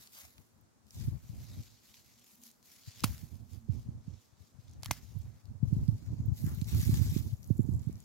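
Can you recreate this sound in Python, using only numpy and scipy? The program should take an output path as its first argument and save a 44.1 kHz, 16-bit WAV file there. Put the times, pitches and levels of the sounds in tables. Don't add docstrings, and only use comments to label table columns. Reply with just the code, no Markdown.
import sys
import numpy as np
from scipy import signal
from scipy.fft import rfft, irfft, next_fast_len
from scipy.io import wavfile
from scipy.ndimage import uniform_filter1d, map_coordinates

SR = 44100
rng = np.random.default_rng(int(sys.argv[2]) if len(sys.argv) > 2 else 0)


def waveform_to_disk(signal):
    frames = np.transpose(np.atleast_2d(signal))
    scaled = np.clip(frames, -1, 1) * 32767
    samples = np.round(scaled).astype(np.int16)
    wavfile.write(sys.argv[1], SR, samples)


def boost_factor(decibels):
    exponent = np.asarray(decibels, float) / 20
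    return 10 ** exponent


N = 354563
TOP_HZ = 15870


def unit(x):
    return x / np.sqrt(np.mean(x ** 2) + 1e-20)


def along(points, hz):
    point_hz, value = np.transpose(points)
    return np.interp(np.log(hz + 1), np.log(point_hz + 1), value)


def curves(rows):
    s, *columns = np.transpose(rows)
    return [np.interp(np.arange(N) / SR, s, column) for column in columns]


def wobble(rate):
    points = rng.standard_normal(int(N * rate / SR) + 4)
    return map_coordinates(points, [np.arange(N) * rate / SR])


def filtered(x, response):
    n = x.shape[-1]
    padded = next_fast_len(n + 4096)
    spectrum = rfft(x, padded) * response(np.fft.rfftfreq(padded, 1 / SR))
    return irfft(spectrum, padded)[..., :n]


def resonance(modes):
    def response(f):
        total = 0
        for k, (centre, width, db) in enumerate(modes):
            damping = 1j * f * width
            total = total + (-1) ** k * boost_factor(db) * damping / (centre * centre - f * f + damping)
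        return total
    return response


def add(track, s, sound):
    i = max(round(s * SR), 0)
    track[..., i:i + sound.shape[-1]] += sound[..., :N - i]


def swell(start, hold, db, rise, fall):
    t = np.arange(N)[::32] / SR
    return db - rise * np.maximum(start - t, 0) - fall * np.maximum(t - start - hold, 0)


def power_sum(levels_db):
    gain = np.sqrt(sum(boost_factor(2 * db) for db in levels_db))
    return np.interp(np.arange(N), np.arange(N)[::32], gain)


def patchy(x, patchy_db):
    z = signal.stft(x, nperseg=512)[2]
    field = uniform_filter1d(rng.standard_normal(z.shape[1:]), size=7, axis=0)
    field = uniform_filter1d(field, size=7, axis=1)
    return signal.istft(z * boost_factor(patchy_db * unit(field)), nperseg=512)[1][:, :N]


def ports(x, apart, corner_hz=3000):
    # start_s, left_lead_samples
    bearing = [(0, 10.1), (.4, 8.9), (.9, 6.9), (1.3, 0.31), (5.2, 0.63), (5.45, 2.5), (6.1, 6.1),
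               (7.4, 6.9), (8.04, 4.7)]
    late = map_coordinates(x[0], [np.arange(N) - curves(bearing)[0]], order=3)
    share = lambda hz: np.clip(apart * hz / (hz + corner_hz), 0, 1)
    direct = filtered(np.array([x[0], late]), lambda hz: np.sqrt(1 - share(hz)))
    return direct + filtered(x[1:], lambda hz: np.sqrt(share(hz)))


def garden():
    # pitch_hz, level_db per Hz
    air = [(88, -44.5), (150, -6.5), (222, -2.5), (514, -14.5), (1190, -16), (3000, -27.5), (6640, -22),
           (8600, -27), (15500, -34)]
    # start_s, pitch_hz, level_db
    hum = [(0, 219, -90.5), (1.7, 213.7, -72.5), (2.3, 224.4, -77.5), (2.42, 228, -62), (2.55, 219.6, -86),
           (3.5, 229.5, -61), (4.6, 220.8, -84), (8.04, 202.8, -66.5)]
    noise = rng.standard_normal((2, N))
    hush = unit(filtered(noise, lambda hz: boost_factor(along(air, hz)) * (hz < TOP_HZ)))
    hz, db = curves(hum)
    waver = .03 * wobble(20)
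    flicker = wobble(35) * boost_factor(4 * wobble(9))
    tone = np.sin(2 * np.pi * np.cumsum(hz * (1 + waver)) / SR)
    return boost_factor(-71.0) * hush + tone * boost_factor(db + 1.5) * flicker


def rustle():
    # pitch_hz, level_db per Hz
    leaf_colour = [(350, -31), (600, -12), (900, -8.5), (2100, -2.5), (2900, -5.5), (4300, -1.5),
                   (7000, -0.5), (8500, -7), (12500, 0.5), (15500, -4.5)]
    # start_s, hold_s, level_db, crisp_share_db,
    # fall_db_per_s
    leaf_strokes = [(0.0, 0.03, -61, 1, 119), (0.152, 0.052, -58.5, 2.5, 104), (0.367, 0.03, -74.5, 2.5, 90),
                    (0.93, 0.11, -62.5, -0.5, 74), (1.253, 0.17, -69.5, 1, 100), (1.411, 0.26, -64, -4.5, 62),
                    (1.842, 0.1, -66, -2.5, 28), (2.107, 0.095, -76, -12, 100), (2.268, 0.072, -70.5, 3.5, 250),
                    (2.434, 0.054, -67, 5.5, 187), (2.663, 0.1, -64, -0.5, 68), (2.87, 0.14, -60, -6.5, 200),
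                    (3.077, 0.036, -58, 0, 61.5), (3.512, 0.016, -70, -0.5, 126), (3.714, 0.069, -70, -6, 68),
                    (4.048, 0.14, -72.5, -15, 47), (4.197, 0.034, -82, 4.5, 106), (4.41, 0.067, -74, -3, 122),
                    (4.606, 0.14, -74, -9, 153), (4.857, 0.017, -64.5, 0, 392), (4.929, 0.014, -57, -2.5, 154),
                    (5.02, 0.19, -71.5, -3.5, 36),
                    (5.679, 0.235, -69, -3, 40.2), (5.98, 0.275, -72, -8.5, 99), (6.376, 0.11, -62.5, 4, 59.7),
               (6.56, 0.12, -64, -1.5, 60), (6.7, 0.037, -54.5, 1, 60), (6.78, 0.06, -53.5, 3.5, 119.8),
               (6.912, 0.067, -50.5, -1, 151), (7.02, 0.089, -53.5, -0.5, 201), (7.151, 0.034, -53, 0, 350),
               (7.22, 0.067, -65, 1, 78), (7.43, 0.052, -73.5, 7.5, 148), (7.501, 0.13, -74.5, 4, 100),
               (7.68, .36, -73, -1, 100)]
    # start_s, hold_s, level_db
    scuffs = [(0.0, 0.014, -70.5), (0.175, 0.065, -64.5), (0.377, 0.0077, -77), (0.967, 0.24, -81),
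              (1.426, 0.083, -82), (2.733, 0.032, -75), (3.06, 0.078, -67.5), (4.86, 0.1, -66.5),
              (5.267, 0.099, -80), (6.054, 0.044, -76), (6.431, 0.045, -79), (6.47, 0.046, -64),
              (7.84, 0.13, -79)]
    rise, scuff_fall = 317, 175

    grains = (rng.random(N) < 500 / SR) * boost_factor(3.1 * np.minimum(rng.exponential(size=N), 3.5))
    grit = signal.fftconvolve(grains, boost_factor(-60 * np.arange(200) / SR / 0.0097))[:N]
    flutter = boost_factor(0.6 * wobble(35) + 1.1 * wobble(90))
    rub = rng.standard_normal((3, N)) * (1 + 0.38 * unit(grit)) * flutter
    rub = ports(patchy(rub, patchy_db=1.87), apart=1.0)
    rub = filtered(rub, lambda hz: boost_factor(along(leaf_colour, hz)) * (hz < TOP_HZ))

    step = lambda hz, edge_hz: 1 / (1 + (hz / edge_hz) ** 8)
    body = filtered(rub, lambda hz: step(hz, 2150))
    crisp = filtered(rub, lambda hz: 1 - step(hz, 7670))
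    middle = rub - body - crisp

    strokes = [(swell(s, hold, db, rise, fall), crisp_db) for s, hold, db, crisp_db, fall in leaf_strokes]
    leaf = power_sum([db for db, _ in strokes])
    bright = power_sum([db + crisp_db for db, crisp_db in strokes])
    deep = boost_factor(-14.5 - 61.0) * (leaf / boost_factor(-61.0)) ** 1.32
    deep = np.hypot(deep, power_sum([swell(*row, rise, scuff_fall) for row in scuffs]))

    own = lambda: boost_factor(0.65 * wobble(15))
    mix = leaf * own() * unit(middle) + bright * own() * unit(crisp) + deep * own() * unit(body)
    return boost_factor([[.4], [-.4]]) * mix


def wind():
    # pitch_hz, level_db per Hz
    buffet = [(22, -49), (54, -4.5), (70, -0.5), (112, 3), (180, -12.5), (230, -12), (500, -38.5),
              (800, -71), (1600, -110)]
    # start_s, hold_s, level_db
    left_gusts = [(0, 0.014, -60), (.36, 0.044, -55.5), (.5, 0.14, -63), (.78, 0.14, -62.5),
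                  (.95, 0.023, -47.5), (1.01, 0.14, -38), (1.24, 0.19, -47.5), (1.5, 0.11, -43),
                  (1.72, 0.076, -66), (1.85, 0.64, -85), (3.03, 0.11, -39.5), (3.26, .2, -60),
                  (3.72, 0.36, -45), (4.33, 0.088, -55.5), (4.55, 0.031, -47.5), (4.7, 0.25, -52.5),
                  (5.0, 0.34, -49.5), (5.45, 0.17, -52.5), (5.65, 0.13, -33), (5.82, 0.094, -40),
                  (5.92, 0.076, -46), (6.07, 0.29, -38.5), (6.4, 0.72, -35), (6.92, 0.09, -32.5),
                  (7.15, 0.31, -44.5), (7.57, 0.096, -41.5), (7.71, 0.13, -39), (7.83, 0.2, -47)]
    # start_s, hold_s, level_db
    right_gusts = [(.15, 0.24, -68), (.75, 0.045, -88), (.98, 0.18, -41.5), (1.25, 0.36, -44.5),
                   (1.72, 0.0085, -57.5), (1.87, 0.68, -78), (2.9, 0.17, -60.5), (3.06, 0.24, -42),
                   (3.33, 0.5, -45), (3.72, 0.079, -41.5), (3.9, 0.097, -45.5), (4.1, 0.029, -45),
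                   (4.63, 0.18, -50.5), (4.88, 0.044, -38), (5.14, 0.17, -44), (5.5, 0.046, -45.5),
                   (5.62, 0.14, -46), (5.7, 0.19, -34), (5.92, 0.13, -34), (6.12, 0.16, -34),
                   (6.36, 0.29, -37), (6.72, 0.3, -28.5), (7.08, 0.18, -32), (7.25, 0.1, -38.5),
                   (7.5, 0.24, -32.5), (7.71, .24, -37)]
    # loudest_s, peak_db, width_ms
    left_eddies = [(.85, -51, 3), (1.056, -26, 2.25), (1.086, -22, 0.92), (1.152, -27.5, 2.2),
                   (1.301, -28.5, 1.65), (1.587, -44, 0.92), (2.882, -33, 1.67), (3.959, -35.5, 2.8),
                   (4.593, -36.5, 1.66), (4.868, -32, 1.67), (4.913, -30.5, 0.33), (5.493, -35.5, 3.5),
                   (5.633, -11.5, 1.08), (5.682, -22, 2.4), (5.769, -17.5, 0.97), (5.835, -24.5, 1.9),
                   (6.076, -29.5, 1.45), (6.286, -18.5, 1.9), (6.322, -17, 1.64), (6.464, -20.5, 1.08),
                   (6.582, -21.5, 1.6), (6.741, -21, 1.6), (6.769, -22.5, 1.34), (6.834, -19.5, 1.2),
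                   (6.933, -21, 1.03), (6.97, -25, 0.84), (7.101, -28, 1.8), (7.334, -19.5, 1.9),
                   (7.595, -23.5, 1.75), (7.728, -24, 1.25), (7.77, -25, 1.75)]
    # loudest_s, peak_db, width_ms
    right_eddies = [(1.049, -32, 1.5), (1.081, -18.5, 1.66), (1.52, -42, 3.5), (2.883, -37, 1.35),
                    (3.0392, -23, 0.42), (3.0444, -13.5, 0.78), (3.235, -30, 1), (3.689, -31.5, 0.58),
                    (3.7, -15, 1.66), (3.891, -23, 1.1), (4.083, -25.5, 1.17), (4.913, -30.5, 0.59),
                    (5.167, -25, 1.25), (5.203, -27, 3.4), (5.73, -13, 1.04), (5.819, -21, 1.34),
                    (5.89, -9, 1.28), (6.204, -19.5, 1.32), (6.444, -15.5, 1.06), (6.476, -21, 0.86),
                    (6.623, -17, 1.1), (6.751, -24, 1.4), (6.896, -10.5, 0.87), (7.02, -15.5, 1.85),
                    (7.129, -25.5, 1.4), (7.166, -12.5, 0.74), (7.5044, -21.5, 0.51), (7.51, -8.5, 1.15),
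                    (7.596, -10, 0.74), (7.605, -16, 0.84), (7.692, -14.5, 0.82), (7.876, -16.5, 1.27),
                    (7.898, -23, 0.68)]
    rise, fall, calm_db = 580, 232, -74.5
    hiss_low_hz, hiss_high_hz, hiss_db = 322, 900, -69.5

    lumps = boost_factor(8.76 * np.tanh(np.array([wobble(30), wobble(30)])))
    rumble = unit(filtered(lumps * rng.standard_normal((2, N)), lambda hz: boost_factor(along(buffet, hz))))
    puffs = lambda gusts: power_sum([swell(*row, rise, fall) for row in gusts] + [calm_db])
    gust = np.array([puffs(left_gusts), puffs(right_gusts)])

    low_edge = lambda hz: 1 + (hiss_low_hz / (hz + 1)) ** 4
    high_edge = lambda hz: 1 + (hz / hiss_high_hz) ** 4
    hiss = filtered(rng.standard_normal((2, N)), lambda hz: (hz < TOP_HZ) / (low_edge(hz) * high_edge(hz)))
    hiss_gain = boost_factor(hiss_db) * (gust / boost_factor(-40)) ** 0.47
    out = rumble * gust + unit(hiss) * hiss_gain * unit(lumps ** 0.55)

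    for port, eddies in zip(out, (left_eddies, right_eddies)):
        for s, db, width_ms in eddies:
            thump, loudest = eddy(width_ms)
            add(port, s - loudest, boost_factor(db - 2.37) * thump)
    return out


def eddy(width_ms, cut_hz=98):
    t = np.arange(3000) / SR - .015
    bump = np.exp(-.5 * (t / (0.0012 * max(width_ms, .4))) ** 2)
    ring = signal.sosfilt(signal.butter(6, cut_hz, "high", fs=SR, output="sos"), bump)
    strength = np.abs(signal.hilbert(ring))
    return ring / strength.max(), strength.argmax() / SR


def ticks(rows, deep_db, gain_db):
    out, t = np.zeros((3, N)), np.arange(900) / SR
    shape = (1 - np.exp(-t / .00015)) * (boost_factor(-60 * t / .006) + boost_factor(-16 - 60 * t / .03))
    for s, db, hz in rows:
        burst = rng.standard_normal((3, len(t))) * shape
        burst[0, 8] += 2.5
        ring = resonance([(hz, 2200, -.6)])
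        broad = lambda f: boost_factor(deep_db + 1.3 * (db + 42.0)) / (1 + 1j * f / 7000) ** 2
        thin = lambda f: (1j * f / (560 + 1j * f)) ** 3 * (f < TOP_HZ)
        burst = filtered(burst, lambda f: (ring(f) + broad(f)) * thin(f))
        add(out, s + 0.00017, boost_factor(db + gain_db) * burst / np.abs(burst[0]).max())
    return out


def leaf_ticks():
    # start_s, peak_db, centre_hz
    clear = [(0.0728, -50, 4860), (0.188, -45.5, 12800), (0.381, -50, 1400), (0.6113, -60, 13700),
             (0.907, -47.5, 5870), (0.9453, -51, 6020), (1.0644, -50, 12700), (1.6259, -52, 5170),
             (1.942, -50.5, 3540), (2.4362, -46.5, 7260), (2.463, -51, 13300), (2.5135, -49, 7350),
             (4.7343, -58, 6270), (5.187, -54, 13400), (5.4546, -55.5, 4920), (6.2592, -53.5, 13470),
             (6.5472, -45, 12300), (6.6143, -43, 4300), (6.6438, -49, 4500), (6.748, -38, 11900),
             (6.782, -42, 5270), (6.8149, -37, 7250), (6.9635, -39.5, 6950), (7.4302, -49, 6160),
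             (7.4432, -49, 6100), (7.9276, -59, 6310), (7.956, -52, 5400), (7.978, -61, 5100),
             (8.0027, -50, 7200)]
    # start_s, peak_db, centre_hz
    faint = [(0.0523, -48, 12700), (0.8674, -46, 5800), (1.6571, -42, 4890), (2.1954, -45, 6650),
             (2.2209, -54, 7140), (2.243, -44, 13500), (2.3017, -53, 13500), (2.3521, -43, 12300),
             (2.4159, -46, 6960), (2.6274, -44, 5920), (2.835, -38.5, 4200), (2.9083, -37, 4780),
             (3.18, -32, 4500), (3.355, -45, 5800), (3.5324, -37.5, 5580), (3.7229, -45, 6220),
             (3.7419, -45, 5740), (4.6813, -47, 3840), (4.6952, -45, 6290), (4.712, -43, 6330),
             (5.879, -37.5, 4300), (6.0062, -56, 4750), (6.338, -50, 13400), (6.8588, -33, 14100)]
    return ticks(clear, -13, 5.5) + ticks(faint, -13, -7)


def stem_fibres():
    # start_s, peak_db, centre_hz
    fibres = [(3.0046, -41, 4690), (3.0364, -26.5, 4540), (3.0388, -27, 2720), (3.0455, -31, 11500),
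              (3.0495, -43, 5500), (3.0555, -41, 11000), (4.917, -39, 14000), (4.8238, -54, 5560),
              (4.8324, -36, 3820), (4.8328, -41, 950), (4.859, -39, 900), (4.8448, -45, 3040),
              (4.8462, -42, 11500), (4.8528, -45, 3620), (4.8587, -31.5, 3500), (4.9096, -22, 3600)]
    return ticks(fibres, -10, 5.5)


def cuts():
    cut_times = [
        3.0410,
        4.9109,
    ]
    # push_db, push_hz, push_width_ms, clack_db, clack_t60_s (time to fall 60 dB)
    cut_parts = [
        (-19.5, 1200, .6, -14.5, .007),
        (-19, 920, .48, -12.5, .006),
    ]
    # pitch_hz, width_hz, level_db
    blades = [
        [(2150, 480, -6), (2720, 380, 1), (4690, 700, -2), (7400, 500, -2), (8400, 610, -11), (10000, 650, -2),
         (11220, 630, -2.5), (12300, 410, -2.5), (14770, 500, -6.5)],
        [(1290, 440, -3), (2170, 700, 3), (3300, 600, -8.5), (4460, 830, -12), (6170, 550, 2.5), (9950, 530, 0),
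         (11200, 500, -6), (12300, 990, -2), (14700, 1100, -15.5)],
    ]
    # level_db, t60_s
    shivers = [
        (-43, .2),
        (-47, .15),
    ]
    # pitch_hz, level_db per Hz
    shaken = [(290, -30.5), (500, 4.5), (1270, -6.5), (1390, -5), (4190, -3.5), (5510, -3.5), (8600, -9.5),
              (11500, -8.5), (15500, -2)]

    out, t = np.zeros((3, N)), np.arange(SR // 4) / SR
    for s, parts, (shiver_db, shiver_t60), modes in zip(cut_times, cut_parts, shivers, blades):
        push_db, push_hz, width_ms, clack_db, t60 = parts
        u = t - .002
        push = np.cos(2 * np.pi * push_hz * u) * np.exp(-.5 * (1000 * u / width_ms) ** 2)

        after = np.maximum(t - .0027, 0)
        shape = (1 - np.exp(-after / 0.00023)) * (boost_factor(-60 * after / t60) + boost_factor(-9.5 - 60 * after / 0.022))
        strike = rng.standard_normal((3, len(t))) * shape
        strike[:, round(.0032 * SR)] += [2.2, 2.2, -2.2]
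        z = rfft(strike)
        evened = z / np.sqrt(uniform_filter1d(np.abs(z) ** 2, size=150))
        blow = irfft(evened, len(t)) * (after > 0)
        ring = resonance(modes)
        clack = filtered(blow, lambda f: (.1 * (f > 1500) + ring(f)) * boost_factor(-(f / TOP_HZ) ** 40))

        noise = rng.standard_normal((3, len(t)))
        shiver = unit(filtered(noise, lambda hz: boost_factor(along(shaken, hz)) * (hz < TOP_HZ)))
        shiver = shiver * (after > 0) * boost_factor(-60 * after / shiver_t60)

        add(out, s - .002, boost_factor(clack_db) * clack / np.abs(clack).max() + boost_factor(shiver_db) * shiver)
        add(out[0], s - .002, boost_factor(push_db) * push)
    return out


def hand_crackle():
    # start_s, peak_db, centre_hz
    crackle = [(6.338, -55, 5800), (6.3703, -52, 6810), (6.677, -45, 14000), (6.6968, -45, 4680),
               (6.781, -43, 13900), (6.7883, -40, 12100), (6.9416, -28, 7060), (6.9536, -37, 7000),
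               (6.9894, -39, 7030), (7.1786, -44, 5130), (7.2246, -50, 6810), (7.3694, -52, 5890),
               (7.4744, -46, 10000), (7.7378, -48, 7360), (7.7937, -46, 6020)]
    return ticks(crackle, -16, 0)


def creak():
    # start_s, peak_db
    creaks = [(7.2264, -58), (7.2534, -74), (7.2786, -64), (7.296, -65), (7.331, -62), (7.4046, -72),
              (7.5552, -72), (7.5714, -64), (7.5797, -67), (7.5797, -59), (7.5977, -64), (7.6064, -63),
              (7.618, -64), (7.6304, -62), (7.663, -66), (7.6975, -66), (7.7169, -65), (7.7264, -63),
              (7.735, -62), (7.7483, -59), (7.764, -60), (7.776, -66), (7.8186, -63), (7.842, -63),
              (7.864, -65), (7.886, -71), (7.9279, -64), (8.004, -66)]
    # pitch_hz, width_hz, level_db
    grip = [(7330, 250, 15.5), (11000, 1100, 9.5), (12800, 730, -1)]
    slips, t = np.zeros((3, N)), np.arange(260) / SR
    for s, db in creaks:
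        click = rng.standard_normal((3, len(t))) * boost_factor(-60 * t / 0.0088)
        late_s = 0.00022 * rng.standard_normal()
        add(slips, s + late_s, boost_factor(db + 7.5 + 0.78 * rng.standard_normal()) * click)
    ring = resonance(grip)
    return filtered(slips, lambda f: (ring(f) + 0.12 * (f > 3500)) * (f < TOP_HZ))


def scene():
    # centre_hz, width_hz, level_db
    port_dip = [(1755, 120, -5.5), (486, 59, -8), (8300, 430, -3.5)]
    dip = lambda hz, centre, width, db: db * np.exp(-.5 * ((hz - centre) / width) ** 2)
    dips = lambda hz: boost_factor(sum(dip(hz, *row) for row in port_dip))

    bed = filtered(garden() + rustle() + wind(), lambda hz: hz < TOP_HZ)
    small = leaf_ticks() + stem_fibres() + hand_crackle() + creak()
    small = ports(filtered(small, lambda hz: dips(hz) * (hz < TOP_HZ)), apart=.8)
    snips = ports(filtered(cuts(), dips), apart=0.52)
    return bed + small + snips


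def low_pass(x):
    return signal.sosfilt(signal.butter(12, 16840, fs=SR, output="sos"), x)


def record(dry):
    return low_pass(dry)


dry = scene()
out = record(dry)
waveform_to_disk(out)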